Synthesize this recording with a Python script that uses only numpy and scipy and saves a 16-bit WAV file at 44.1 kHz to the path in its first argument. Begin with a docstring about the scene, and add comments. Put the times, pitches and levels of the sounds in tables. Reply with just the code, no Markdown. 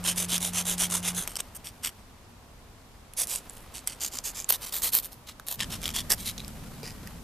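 """A low hum and a soft rumble lie under an even back-and-forth rasp, over faint room noise and sliding skin.
A steel screwdriver blade is rubbed on sandpaper held in the fingers, close to the microphone.
Looser single strokes follow as the hum stops: filtered bursts of grain noise that swell with the hand's speed.
Each bites as it starts, grit snags on the edge in short cracks, and each new grip colours the rasp.
Near the end the rumble returns and the blade bumps a finger: a dull tone with a faint steel ring."""
import sys
import numpy as np
from scipy import signal
from scipy.fft import rfft, irfft, next_fast_len
from scipy.io import wavfile
from scipy.ndimage import uniform_filter1d

SR = 44100
rng = np.random.default_rng(int(sys.argv[2]) if len(sys.argv) > 2 else 0)


def to_wav(s):
    """Save 16-bit WAV."""
    ch = np.atleast_2d(s).T  # columns
    pcm = np.round(np.clip(ch, -1, 1) * 32767)  # PCM
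    wavfile.write(sys.argv[1], SR, pcm.astype(np.int16))


N = 319147  # length [samples]

# left-right likeness of the diffuse background: (frequency [Hz], likeness [0-1])
ROOM_LIKENESS = [(40, 0.93), (160, 0.96), (320, 0.67), (700, 0.65), (1500, 0.39), (3000, 0.11),
                 (6000, 0.09), (13000, 0.15)]


def from_db(db):
    """Amplitude factor of a level in dB."""
    return 10 ** (np.asarray(db) / 20)


def rms_one(x):
    """Scale to an rms of 1."""
    return x / np.sqrt(np.mean(x ** 2) + 1e-20)


def at_hz(points, hz):
    """A curve's value at the given frequencies, interpolated over log frequency."""
    f, value = np.transpose(points)
    return np.interp(np.log(np.maximum(hz, 1)), np.log(f), value)


def bell(hz, centre_hz, width_hz):
    """Shape of a resonance, 1 at its top; the width is taken at half height."""
    return 1 / (1 + (2 * (hz - centre_hz) / width_hz) ** 2)


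def colour(x, gain_db, size=1024):
    """Causal (minimum-phase) filter with the shape gain_db(Hz), scaled to unit power gain."""
    gain = rms_one(from_db(gain_db(np.fft.rfftfreq(size, 1 / SR))))
    # folding the cepstrum onto positive times gives the minimum phase
    cepstrum = irfft(np.log(gain))
    cepstrum[1:size // 2] *= 2
    cepstrum[size // 2 + 1:] = 0
    impulse = irfft(np.exp(rfft(cepstrum)))
    return signal.fftconvolve(x, impulse[None], axes=1)


def noise(count, spectrum=None, likeness=None):
    """Stereo noise of rms 1, its left-right likeness set by frequency (close sounds by default)."""
    # left-right likeness of the close sounds: (frequency [Hz], likeness [0-1])
    close_likeness = [(500, 0.97), (2500, 1), (5000, 0.99), (9000, 0.81), (14000, 0.38)]
    size = next_fast_len(count)
    hz = np.fft.rfftfreq(size, 1 / SR)
    alike = np.clip(at_hz(close_likeness if likeness is None else likeness, hz), 0, 1)
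    mid, side = rfft(rng.standard_normal((2, size)))
    both = np.sqrt(1 + alike) * mid + np.sqrt(1 - alike) * side * [[1], [-1]]
    if spectrum is not None:
        both = both * from_db(at_hz(spectrum, hz)) * (hz > 15)
    return rms_one(irfft(both, size)[:, :count])


def wobble(count, per_s):
    """Smooth random drift of spread 1 with per_s new values a second."""
    steps = np.arange(count) * per_s / SR
    # straight lines between the values shrink the spread; the factor restores it
    return np.interp(steps, np.arange(count), rng.standard_normal(count)) * np.sqrt(3 / 2)


def add(out, x, s):
    """Mix x in from time s [s]."""
    i = max(round(s * SR), 0)
    out[:, i:i + x.shape[1]] += x[:, :N - i]


def spells(rows, attack_s, release_s, sag_db_per_s=0):
    """Gain of a sound that comes in spells: each swells, holds or sags, and dies away."""
    t = np.arange(N) / SR
    gain = np.zeros(N)
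    for start, end, db in rows:
        swell = np.clip((t - start) / attack_s, 0, 1)
        dying = np.exp(-np.maximum(t - end, 0) / release_s)
        gain += from_db(db - sag_db_per_s * (t - start)) * swell * dying
    return gain


def top_cut(x):
    """Steep low-pass at the top of the band."""
    return signal.sosfilt(signal.ellip(10, .3, 70, 14200, fs=SR, output="sos"), x)


def room():
    """Steady room noise from all around, weighted to the bass."""
    # spectrum of the room noise: (frequency [Hz], relative level [dB per Hz])
    room_spectrum = [(20, -6), (40, -3.5), (62, -6), (110, -10), (170, -15), (240, -13.5), (330, -19.5),
                     (600, -21), (1000, -20.5), (1600, -27.5), (2500, -29.5), (6000, -33.5), (14000, -39)]
    return from_db(-50.5) * noise(N, room_spectrum, ROOM_LIKENESS)


def rumble():
    """Low noise that comes with the moving hands, sagging slowly in each spell."""
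    # spells of rumble: (start [s], end [s], level at the start [dB])
    rumble_spells = [(-0.2, 1.38, -49.5), (5.55, 7.24, -40)]
    # spectrum of the rumble: (frequency [Hz], relative level [dB per Hz])
    rumble_spectrum = [(20, 0.5), (40, 5.5), (75, 0.5), (140, 1), (230, -0.5), (330, -12.5), (700, -18),
                       (1500, -26), (5000, -27)]
    gain = spells(rumble_spells, attack_s=0.055, release_s=0.57, sag_db_per_s=2.5)
    return gain * noise(N, rumble_spectrum, ROOM_LIKENESS)


def fingers(resting_db=-67, rough_db=2.5, rough_per_s=220):
    """Fingertips slide on paper and steel with a faint, uneven hiss."""
    # spells of sliding: (start [s], end [s], level before the roughness [dB])
    sliding = [(-0.2, 1.25, -46.5), (1.3, 1.95, -59.5), (3.15, 4.95, -53), (5.55, 7.1, -53)]
    # spectrum of the sliding skin: (frequency [Hz], relative level [dB per Hz])
    skin = [(300, 8), (1000, 7), (1900, 1.5), (3300, -1), (4800, -3.5), (6500, -6), (11000, -5),
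            (14500, -4.5)]
    gain = np.hypot(from_db(resting_db), spells(sliding, attack_s=0.064, release_s=0.12))
    return gain * from_db(rough_db * wobble(N, rough_per_s)) * noise(N, skin)


def hum(waver_db=0.5, waver_per_s=8.5, end_s=1.21, fade_s=0.016):
    """Two low tones, wavering slightly in level, that stop together."""
    # tones of the hum: (frequency [Hz], rms level before the waver [dB])
    hum_tones = [(91.5, -51), (177.6, -39.5)]
    t = np.arange(N) / SR
    tones = np.zeros(N)
    for hz, db in hum_tones:
        level = np.sqrt(2) * from_db(db + waver_db * wobble(N, waver_per_s))
        tones += level * np.sin(2 * np.pi * (hz * t + rng.random()))
    return tones * np.clip((end_s - t) / fade_s + .5, 0, 1)


def grip_at(s):
    """Treble pan [dB] and resonances of the grip in use at time s."""
    # ways of holding blade and paper:
    # (from [s], treble left-right [dB], resonances [(centre [Hz], width [Hz], lift [dB])])
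    grips = [ (0, -2.5, [(3300, 900, 5), (4500, 700, -3), (6450, 800, 4), (9400, 2400, 6),
             (14000, 2500, -5)]), (1.25, -.8, [(3050, 600, 6), (4000, 800, -6), (5700, 700, 3),
             (8330, 450, 11), (11800, 1200, 3)]), (3.0, -5, [(1400, 2000, -5), (4000, 600, -3),
             (8100, 900, 4), (9900, 2200, 5)]), (3.97, -4, [(1800, 1500, -3), (4800, 500, 3),
             (6300, 700, 6), (7300, 800, 7)]), (4.47, -2.5, [(1050, 300, 4), (3900, 1400, 5),
             (11000, 3500, 3), (13900, 1100, 9)]), (5.55, -1.5, [(1900, 500, 3), (3250, 1100, 7),
             (5200, 1000, 5), (14000, 2000, -4)]), (6.08, -2.5, [(1650, 1000, 5), (5400, 1100, 7),
             (6900, 900, 3), (11300, 2000, 4)]), (6.16, -2, [(800, 1500, -10), (2300, 500, 5),
             (3900, 1400, 9)]), (6.7, 0, [(450, 300, 12), (1890, 250, 11), (2350, 300, 6),
             (4900, 1100, 10)])]
    return [grip for grip in grips if grip[0] <= s][-1][1:]


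def aim(x, treble_pan_db):
    """Only the treble is directional enough to favour one side."""
    # edges of the directional treble: (low [Hz], high [Hz])
    treble_band = (6500, 13400)
    treble = signal.sosfiltfilt(signal.butter(2, treble_band, "band", fs=SR, output="sos"), x)
    return x + treble * (from_db(np.array([[1], [-1]]) * treble_pan_db / 2) - 1)


def body_db(s, hz):
    """Colour of blade and paper in the grip in use."""
    # rasp of steel on grit: (frequency [Hz], relative level [dB per Hz])
    rasp_spectrum = [(120, -10), (300, -9.5), (600, -3.5), (1100, -3.5), (1900, -3.5), (3000, 0),
                     (4200, -1), (7000, 1), (10000, 1), (14500, 0.5)]
    resonances = grip_at(s)[1]
    return at_hz(rasp_spectrum, hz) + sum(db * bell(hz, centre, width) for centre, width, db in resonances)


def ripple(hz, ripple_db, spacing_hz=260):
    """The paper's many small resonances fall differently at each contact."""
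    return ripple_db * np.interp(hz / spacing_hz, np.arange(256), rng.standard_normal(256))


def grit(speed, spread_db, grains_per_s=2200, grain_s=0.0006, hiss_share=0.17, judder_db=1.5, judder_per_s=150):
    """Grains hit the steel faster as it speeds up, each a tiny dying burst; the blade judders over them."""
    count = len(speed)
    sizes = from_db(spread_db * np.clip(rng.standard_normal(count), -2.5, 2.5))
    chance = grains_per_s * (.4 + .6 * speed) / SR
    hits = (rng.random(count) < chance) * sizes ** 2
    power = signal.lfilter([1], [1, -np.exp(-1 / (grain_s * SR))], hits + 1e-12)
    # the hand's steady push is shared among the grains in contact
    power /= uniform_filter1d(power, size=900) + 1e-12
    envelope = np.sqrt(power + hiss_share) * from_db(judder_db * wobble(count, judder_per_s))
    return rms_one(envelope) * noise(count)


def all_strokes(run_start_s=0.031, cycle_s=0.247, cycles=5, single_rise=0.34):
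    """The even run of pushes and pulls, then the single strokes, in the columns of single plus rise."""
    # push and weaker pull of a cycle: (time into the cycle [s], length [s], level before force and gain [dB],
    # treble lift [dB], spread of the grain sizes [dB], share spent speeding up [0-1])
    push_and_pull = [(0, 0.11, -23.5, -1.5, 4, 0.5), (0.119, 0.12, -25, 1.5, 4, 0.42)]
    # force of the hand in the run, easing off at the end: (time [s], level change [dB])
    run_force = [(0.1, -1.5), (0.6, -2.6), (0.93, 0.2), (1.06, -5.5), (1.2, -4.5)]
    # single strokes: (start [s], length [s], level before gain [dB], treble lift [dB],
    # spread of the grain sizes [dB])
    single = [(1.262, 0.094, -42, 1, 10), (1.384, 0.032, -34, -10, 8.5), (1.545, 0.036, -35.5, 12, 4),
              (1.639, 0.072, -39, -2, 8), (1.824, 0.084, -30, -3.5, 8.5), (3.163, 0.1, -25.5, -0.5, -1),
              (3.27, 0.14, -31, -0.5, 2), (3.469, 0.2, -51.5, 8, 20), (3.731, 0.085, -40, -10, 9),
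              (3.856, 0.11, -40.5, -11, 12), (3.997, 0.1, -28.5, 0.5, 4.5), (4.111, 0.1, -35.5, -1, 9),
              (4.232, 0.095, -31.5, 1.5, 2.5), (4.339, 0.109, -36, -0.5, 6.5),
              (4.484, 0.034, -22, 9.5, 5.5), (4.512, 0.061, -28, 0.5, 5), (4.602, 0.12, -36, -1.5, 5),
              (4.715, 0.1, -27.5, 3, 5), (4.811, 0.099, -23, 5.5, -2.5), (4.916, 0.1, -21.5, 8, 4),
              (5.02, 0.065, -36.5, 5, 11), (5.109, 0.046, -46.5, 1, 10), (5.263, 0.07, -43.5, -10, 1),
              (5.462, 0.11, -31, 3.5, 14), (5.584, 0.078, -32, -10, 15), (5.694, 0.09, -34.5, 0.5, 3.5),
              (5.807, 0.13, -32, 1, 17), (5.934, 0.096, -27.5, 2, 5.5), (6.094, 0.058, -18.5, 5, 6),
              (6.171, 0.1, -37.5, 8, 1), (6.244, 0.083, -29, 4, 5), (6.369, 0.066, -45, -10, 20),
              (6.822, 0.12, -42.5, -4.5, 9)]
    run = []
    for cycle in range(cycles):
        for after_s, length, level_db, lift_db, spread_db, rise in push_and_pull:
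            start = run_start_s + cycle * cycle_s + after_s
            force_db = np.interp(start + length / 2, *np.transpose(run_force))
            run.append((start, length, level_db + force_db, lift_db, spread_db, rise))
    return run + [(*stroke, single_rise) for stroke in single]


def strokes(gain_db=1.0, speed_power=1.29, lift_hz=8500, ripple_db=2.5):
    """The hand speeds up and slows down again in every stroke; the rasp swells with the speed."""
    out = np.zeros((2, N))
    for start, length, level_db, lift_db, spread_db, rise in all_strokes():
        progress = np.linspace(0, 1, round(length * SR))
        speed = np.abs(np.sin(np.interp(progress, [0, rise, 1], [0, np.pi / 2, np.pi])))
        middle = start + length / 2

        def response(hz):
            shelf = hz ** 4 / (hz ** 4 + lift_hz ** 4)
            return body_db(middle, hz) + lift_db * shelf + ripple(hz, ripple_db)
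        rasp = colour(grit(speed, spread_db) * speed ** speed_power, response)
        add(out, from_db(level_db + gain_db) * aim(rasp, grip_at(middle)[0]), start)
    return out


def bites(after_s=0.009, bite_db=5, scatter_db=2, pitch_hz=8100, ring_db=5):
    """The edge bites just after each stroke starts: a small snag, stronger for a harder stroke."""
    return [(start + after_s, level_db + bite_db + scatter_db * rng.standard_normal(), pitch_hz, ring_db)
            for start, _, level_db, *_ in all_strokes()]


def snags(gain_db=8.5, tail_s=0.0047, tail_db=-17, ring_q=1.6, ripple_db=3.0, delay_s=0.00087):
    """A grain breaks free with a crack; the fingers damp the blade within milliseconds."""
    # the edge catches on a large grain: (time before the delay [s], strength before gain [dB],
    # ring pitch [Hz], ring lift [dB])
    large_grains = [(0.379, -13, 9700, 1), (0.697, -15, 9600, 8), (1.0779, -15, 8750, 8),
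                    (1.2747, -13.5, 7600, -2), (1.355, -17, 8940, 1), (1.3643, -19, 5540, 8),
                    (1.3682, -13.5, 5730, 8), (1.4034, -12.5, 7260, 10), (3.1353, -28, 11300, 1),
                    (3.271, -19, 9700, 6), (3.3583, -12, 10400, 10), (3.496, -23.5, 8500, 12),
                    (3.8732, -7.5, 11300, 6), (4.1862, -13.5, 6150, 10), (4.4003, -17, 7440, 5),
                    (4.4431, -18.5, 6800, 10), (4.4987, -3.5, 13800, 15), (4.5044, -4.5, 14200, 9),
                    (4.5226, -5, 13900, 9.5), (4.9501, -2, 12400, 8), (4.9864, -11.5, 13000, 2),
                    (5.3968, -24.5, 1650, 20), (5.6032, -12, 3260, 8), (5.8553, -11.5, 3400, 10.5),
                    (6.3789, -21.5, 4710, 8), (6.4462, -26.5, 4910, 9), (6.4792, -25, 9630, 11),
                    (6.8304, -26, 5100, 4), (7.0723, -25, 2190, 14)]
    # one point of contact reaches both sides much alike: (frequency [Hz], likeness [0-1])
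    snag_likeness = [(2500, 0.89), (14000, 0.82)]
    out, t = np.zeros((2, N)), np.arange(SR // 40) / SR
    envelope = np.exp(-t / .0005)
    envelope += from_db(tail_db) * np.exp(-t / tail_s)
    for s, strength_db, pitch_hz, ring_db in list(large_grains) + bites():
        def response(hz):
            ring = ring_db * bell(hz, pitch_hz, pitch_hz / ring_q)
            tilt = 0.1 * np.log2(hz + 1)  # dB per octave: a little brighter than the rasp
            return body_db(s, hz) + ring + tilt + ripple(hz, ripple_db)
        tick = top_cut(colour(noise(len(t), likeness=snag_likeness) * envelope, response))
        tick /= np.linalg.norm(tick.mean(axis=0))  # unit energy in the left-right mean
        add(out, from_db(strength_db + gain_db) * aim(tick, grip_at(s)[0]), s + delay_s)
    return out


def workshop(x, wet_db=-28, t60=1.0):
    """Faint reflections from the bench and the walls, as a dying noise tail."""
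    t = np.arange(SR // 2) / SR
    tail = rng.standard_normal((2, len(t))) * from_db(-60 * t / t60) * (t > .002)
    tail /= np.sqrt(np.sum(tail ** 2, axis=1, keepdims=True))
    return x + from_db(wet_db) * signal.fftconvolve(x, tail, axes=1)[:, :N]


def bump(bump_s=6.832):
    """The blade bumps a finger: flesh damps the blow to a short, dull tone; the steel rings on faintly."""
    # modes of the blade: (frequency [Hz], starting peak level [dB], time to fall 60 dB [s])
    blade_modes = [(458, -31.5, 0.042), (1900, -54, 1), (2340, -58, 0.8), (4538, -54, 0.4),
                   (4800, -48, 0.23)]
    out, t = np.zeros((2, N)), np.arange(SR // 2) / SR
    for hz, peak_db, t60 in blade_modes:
        ring = from_db(peak_db - 60 * t / t60) * np.sin(2 * np.pi * hz * t)
        add(out, ring[None], bump_s)
    return out


def scene():
    """Sanding close to the microphone; skin, hum, room noise and rumble behind."""
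    background = room() + rumble() + fingers() + hum()
    return background + workshop(strokes() + snags() + bump())


def record(dry):
    """The right side lags a little in the top octave; the recorder cuts the top off steeply."""
    a = signal.iirnotch(16000, 8, fs=SR)[1]
    lagging = signal.lfilter(a[::-1], a, dry[1])  # all-pass: delays without changing the level
    return top_cut(np.array([dry[0], lagging]))


dry = scene()
out = record(dry)
to_wav(out)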